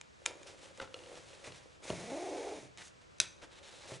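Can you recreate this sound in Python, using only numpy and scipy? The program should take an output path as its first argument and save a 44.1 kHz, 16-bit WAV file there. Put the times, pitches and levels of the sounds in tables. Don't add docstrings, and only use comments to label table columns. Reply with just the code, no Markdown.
import sys
import numpy as np
from scipy import signal
from scipy.fft import rfft, irfft
from scipy.io import wavfile
from scipy.ndimage import uniform_filter1d

SR = 44100
rng = np.random.default_rng(int(sys.argv[2]) if len(sys.argv) > 2 else 0)


def to_wav(s):
    ch = np.atleast_2d(s).T
    pcm = np.round(np.clip(ch, -1, 1) * 32767)
    wavfile.write(sys.argv[1], SR, pcm.astype(np.int16))


N = 176400
TIME = np.arange(N) / SR

# frequency_hz, gain_db
CANVAS_SPECTRUM = [(100, -4.5), (300, -5.5), (800, -1), (1150, -3), (2300, -0.5), (2900, -1.5), (3800, -1),
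                   (4700, -4.5), (6200, -4), (8000, -7), (10500, -14)]


def from_db(db):
    return 10 ** (np.asarray(db) / 20)


def rms_one(x):
    return x / np.sqrt(np.mean(x ** 2) + 1e-20)


def curve(rows):
    return np.interp(TIME, *np.transpose(rows))


def envelope(rows):
    fade_s = .02
    inside_s = np.minimum(TIME - rows[0][0], rows[-1][0] - TIME)
    return from_db(curve(rows)) * np.clip(inside_s / fade_s + 1, 0, 1)


def coloured(x, spectrum, tilt_db=0):
    hz = np.maximum(np.fft.rfftfreq(N, 1 / SR), 1)
    points_hz, points_db = np.transpose(spectrum)
    octaves = np.log2(np.clip(hz, 500, 12000) / 3000)
    gain_db = np.interp(np.log(hz), np.log(points_hz), points_db) + tilt_db * octaves
    return irfft(rfft(x, N) * from_db(gain_db) * hz / np.hypot(hz, 20), N)


def noise():
    return rng.standard_normal(N)


def drift(rate_hz):
    return rms_one(signal.sosfilt(signal.butter(2, rate_hz, fs=SR, output="sos"), noise()))


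def friction(spectrum, per_s, spread_db, clump_db, tilt_db=0):
    sizes = from_db(spread_db * np.minimum(rng.exponential(1, N), 5)) * rng.choice([-1, 1], N)
    slips = sizes * (rng.random(N) < per_s / SR) * from_db(clump_db * drift(30))
    return rms_one(coloured(slips, spectrum, tilt_db))


def struck(hits, modes, crack_db, crack_t60_s, low_hz):
    t = TIME[:SR // 3]
    ring = sum(from_db(db - 60 * t / t60) * np.sin(2 * np.pi * hz * t) for hz, db, t60 in modes)
    crack = from_db(crack_db - 60 * t / crack_t60_s)
    out = np.zeros(N + SR)
    for start_s, db in hits:
        start = int(start_s * SR)
        out[start:start + len(t)] += from_db(db) * (ring + crack * rng.standard_normal(len(t)))
    return signal.sosfilt(signal.butter(4, low_hz, "high", fs=SR, output="sos"), out[:N] + 1e-18)


def smeared(x, resonances):
    for hz, width_hz in resonances:
        radius = np.exp(-np.pi * width_hz / SR)
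        poles = [1, -2 * radius * np.cos(2 * np.pi * hz / SR), radius ** 2]
        x = signal.lfilter(poles[::-1], poles, x)
    return x


def room_air():
    # frequency_hz, gain_db
    spectrum = [(25, -25), (50, -6), (78, -1), (130, -5.5), (220, -13.5), (340, -12.5), (520, -9.5),
                (780, -18.5), (1100, -15.5), (2200, -18), (4500, -20.5), (7500, -23.5), (10500, -38)]
    width = [(60, -5), (130, 2), (230, 10.5), (500, 4.5), (800, 9.5), (1200, 6), (2200, 2), (4000, -5),
             (8000, -20)]
    mid = rms_one(coloured(noise(), spectrum))
    side = coloured(rms_one(coloured(noise(), spectrum)), width)
    return from_db(-64.5) * np.array([mid + side, mid - side])


def reverberation(x):
    # frequency_hz, gain_db
    spectrum = [(100, 6), (500, 5), (1500, 2), (3500, -3), (6000, -4.5), (10000, -10)]
    width = [(100, -3), (400, -10.5), (1100, -10), (2500, -15), (6000, -76), (10000, -13)]
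    low_t60_s, treble_t60_s, split_hz, delay_s = 0.41, 0.39, 3700, 0.0058
    mid = coloured(noise(), spectrum)
    side = coloured(coloured(noise(), spectrum), width)
    field = np.array([mid + side, mid - side])
    lows = signal.sosfiltfilt(signal.butter(2, split_hz, fs=SR, output="sos"), field)
    slow, quick = (from_db(-60 * TIME / t60) * (TIME > delay_s) for t60 in (low_t60_s, treble_t60_s))
    tail = (lows * slow + (field - lows) * quick) / np.sqrt(np.sum(slow ** 2))
    return from_db(-12) * signal.fftconvolve(tail, x[None], axes=1)[:, :N]


def handling():
    # time_s, level_db
    rubbing = [(.15, -77), (.25, -67.5), (.3, -74), (.38, -67), (.41, -65), (.52, -65), (.57, -63.5),
               (.65, -56), (.73, -68), (.78, -59), (.9, -69.5), (.99, -60.5), (1.08, -61.5), (1.17, -55),
               (1.24, -61.5), (1.33, -57.5), (1.41, -62), (1.57, -56.5), (1.66, -68.5), (1.76, -69.5)]
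    threading = [(.2, -68), (.25, -67), (.28, -50.5), (.38, -55.5), (.44, -63.5), (.49, -56), (.56, -59.5),
                 (.7, -58), (.75, -66.5), (.83, -51.5), (.89, -69), (.96, -54), (1.05, -58.5), (1.11, -54),
                 (1.18, -56), (1.26, -66.5), (1.42, -57.5), (1.49, -56), (1.55, -74), (1.68, -63),
                 (1.75, -79), (1.82, -59.5), (1.85, -52), (1.92, -49.5)]
    regrip = [(3.3, -72), (3.39, -69), (3.435, -54), (3.49, -67), (3.6, -66), (3.78, -62), (3.88, -57),
              (3.94, -50), (4.0, -69)]
    # frequency_hz, gain_db
    cavity_spectrum = [(60, -14.5), (130, -12.5), (200, -19.5), (320, -2.5), (440, -3.5), (545, 5.5),
                       (660, -7), (850, -8.5), (1300, -16.5), (3000, -29)]
    rub = friction(CANVAS_SPECTRUM, per_s=5000, spread_db=0, clump_db=1.0)
    hollow = friction(cavity_spectrum, per_s=700, spread_db=3.5, clump_db=1.5)
    return envelope(rubbing) * rub + from_db(-1) * (envelope(threading) + envelope(regrip)) * hollow


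def brushes():
    # start_s, length_s, level_db, tilt_db_per_octave, pitch_hz
    strokes = [(0.261, 0.02, -48.5, 1.5, 5000), (0.463, 0.035, -51, -0.5, 5200),
               (0.808, 0.016, -46, -4, 870), (1.437, 0.038, -49.5, -0.5, 2290), (1.833, .012, -53, 4, 3670),
               (2.775, 0.049, -52, -0.5, 1860), (2.83, 0.044, -55.5, 2.5, 6500),
               (3.009, 0.014, -62, -2, 2200), (3.211, 0.017, -42.5, 1, 3600),
               (3.414, 0.025, -52, -2.5, 1540), (3.505, 0.084, -59, -1.5, 3740),
               (3.625, 0.067, -55.5, -0.5, 3800), (3.705, 0.12, -57.5, 0.5, 4000),
               (3.808, 0.062, -56.5, -1, 4270), (3.872, 0.086, -51.5, 1.5, 2030)]
    attack_s, release_s, scrape_db = .007, 0.019, -3.5
    out = np.zeros(N)
    for start_s, length_s, level_db, tilt_db, pitch_hz in strokes:
        rise = np.clip((TIME - start_s) / attack_s, 0, 1)
        fall = np.exp(-np.maximum(TIME - start_s - length_s, 0) / release_s)
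        rub = friction(CANVAS_SPECTRUM, per_s=5000, spread_db=0, clump_db=1.1, tilt_db=tilt_db)
        scrape = signal.lfilter(*signal.iirpeak(pitch_hz, Q=6.3, fs=SR), rub)
        out += from_db(level_db) * rise * fall * rms_one(rub + from_db(scrape_db) * scrape)
    return out


def table_bumps():
    # start_s, level_db
    hits = [(1.155, -20), (1.475, -10.5), (1.505, -15), (1.899, -3.5), (1.9035, 6.5), (1.909, -10),
            (1.931, -1.5), (2.63, -15), (3.203, -10.5), (3.214, -17), (3.43, -19.5), (3.9195, -5),
            (3.927, -12)]
    # pitch_hz, gain_db, t60_s
    modes = [(72, -52, 0.18), (130.4, -43.5, 0.27), (174.2, -52.5, 0.27), (246, -39, 0.02),
             (383, -35, 0.028), (604, -35.5, 0.04), (926, -42.5, 0.017)]
    return struck(hits, modes, crack_db=-68, crack_t60_s=0.018, low_hz=86.5)


def flap_knocks():
    # start_s, level_db
    hits = [(.7995, -6.5), (.8015, 1), (.818, -9), (.824, -6), (.831, -28), (.876, -17)]
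    # pitch_hz, gain_db, t60_s
    modes = [(333, -49, 0.04), (540, -45, 0.1), (840, -58, .015), (1460, -31.5, 0.012), (1990, -40, .012),
             (2790, -38, 0.0087), (3600, -41, 0.01), (6000, -58, .004)]
    return struck(hits, modes, crack_db=-61, crack_t60_s=0.0088, low_hz=226)


def canvas_ticks():
    # start_s, level_db
    hits = [(.9428, 1.5), (.99, -12.5), (1.037, -12.5), (1.062, -13.5), (1.155, -10.5), (1.332, -13.5),
            (1.5215, -9), (1.902, 2)]
    # pitch_hz, gain_db, t60_s
    modes = [(520, -41, 0.044), (1344, -49, 0.036), (2870, -38, 0.017), (3300, -38, 0.0095),
             (4190, -42, 0.015), (5460, -46, 0.0074)]
    return struck(hits, modes, crack_db=-59, crack_t60_s=0.013, low_hz=294)


def eyelet_clicks():
    # start_s, level_db
    hits = [(.013, -19.5), (.257, -22), (.2585, -15.5), (.2614, -1), (.427, -37), (.432, -27.5),
            (.776, -29), (2.7745, -24.5)]
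    # pitch_hz, gain_db, t60_s
    modes = [(520, -39, 0.12), (950, -36.5, 0.029), (1740, -56, 0.0058), (2440, -24.5, 0.017),
             (3090, -21, 0.0047), (3700, -22.5, 0.0069), (5470, -27, 0.0079), (6450, -21.5, 0.0048),
             (6940, -19.5, 0.006), (7700, -55, 0.0059), (9700, -89, 0.0017)]
    return struck(hits, modes, crack_db=-32, crack_t60_s=0.028, low_hz=725)


def tip_drop():
    # start_s, level_db
    hits = [(3.1845, -39.5), (3.2011, -0.5), (3.2109, -25), (3.2145, -16.5)]
    # pitch_hz, gain_db, t60_s
    modes = [(1530, -36, 0.029), (1820, -36, 0.032), (2300, -56, .014), (2590, -23.5, 0.025),
             (3660, -30, .015), (3790, -21.5, 0.024), (4070, -22.5, 0.023), (4880, -23, 0.016),
             (5430, -25, 0.023), (5780, -18.5, 0.016), (6180, -18, 0.017), (7570, -19.5, 0.009),
             (9000, -29, 0.024), (9360, -31, 0.017)]
    return struck(hits, modes, crack_db=-21, crack_t60_s=0.021, low_hz=1620)


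def lace_hiss():
    # time_s, level_db
    levels = [(1.834, -61), (1.842, -57.5), (1.89, -51), (1.94, -55), (2.05, -55.5), (2.5, -56),
              (2.6, -59.5), (2.66, -65), (2.71, -81)]
    # frequency_hz, gain_db
    spectrum = [(200, -6.5), (700, -4), (1300, -3), (1800, 0), (2300, 4), (3000, -4), (3700, 0),
                (4600, -4.5), (6300, -1), (8000, -7.5), (9700, -7), (11000, -17.5)]
    return from_db(3.5) * envelope(levels) * friction(spectrum, per_s=12000, spread_db=1.0, clump_db=0.77)


def lace_purr():
    # time_s, ridges_per_s
    speeds = [(1.92, 140), (2.0, 160), (2.07, 224), (2.13, 269), (2.2, 348), (2.27, 358), (2.33, 315),
              (2.39, 436), (2.48, 400), (2.57, 270), (2.64, 126)]
    # time_s, share_of_speed
    roughness = [(1.95, .2), (2.12, 0.091), (2.25, 0.078), (2.34, .21), (2.6, .19)]
    # time_s, level_db
    levels = [(1.94, -56), (1.978, -49.5), (2.022, -45.5), (2.066, -49.5), (2.122, -42), (2.202, -38.5),
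              (2.21, -41.5), (2.362, -39.5), (2.454, -43.5), (2.47, -40.5), (2.588, -50.5), (2.61, -64),
              (2.654, -56.5), (2.7, -74)]
    # pitch_hz, bandwidth_hz
    shoe_resonances = [(330, 170), (540, 76), (720, 190)]
    # frequency_hz, gain_db
    shoe_spectrum = [(60, -11), (140, 6.5), (300, -0.5), (520, 2.5), (720, 0), (850, -6), (1100, -18),
                     (1600, -28), (4000, -52)]
    waver_share, ridge_spread_db, flutter_db = .05, 1.5, 2
    speed = curve(speeds)
    rate_hz = speed * np.exp(curve(roughness) * drift(150) + waver_share * drift(25))
    ridges = np.diff(np.floor(np.cumsum(rate_hz) / SR), prepend=0)
    plucks = ridges * from_db(ridge_spread_db * noise()) - rate_hz / SR
    purr = coloured(smeared(plucks, shoe_resonances), shoe_spectrum)
    fast = np.clip((speed - 200) / 100, 0, 1)
    purr = (1 - fast) * purr + fast * coloured(purr, [(170, -34), (270, 0)])
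    running_rms = np.sqrt(uniform_filter1d(purr ** 2, size=2205) + 1e-12)
    flutter = from_db(flutter_db * drift(49))
    return from_db(-1.4) * envelope(levels) * flutter * purr / running_rms


def scene():
    direct = lace_purr() + lace_hiss() + handling() + brushes()
    direct += tip_drop() + eyelet_clicks() + canvas_ticks() + flap_knocks() + table_bumps()
    return direct + reverberation(direct) + room_air()


def record(dry):
    cutoff_hz = 10800
    return signal.sosfilt(signal.ellip(10, .3, 80, cutoff_hz, fs=SR, output="sos"), dry)


dry = scene()
out = record(dry)
to_wav(out)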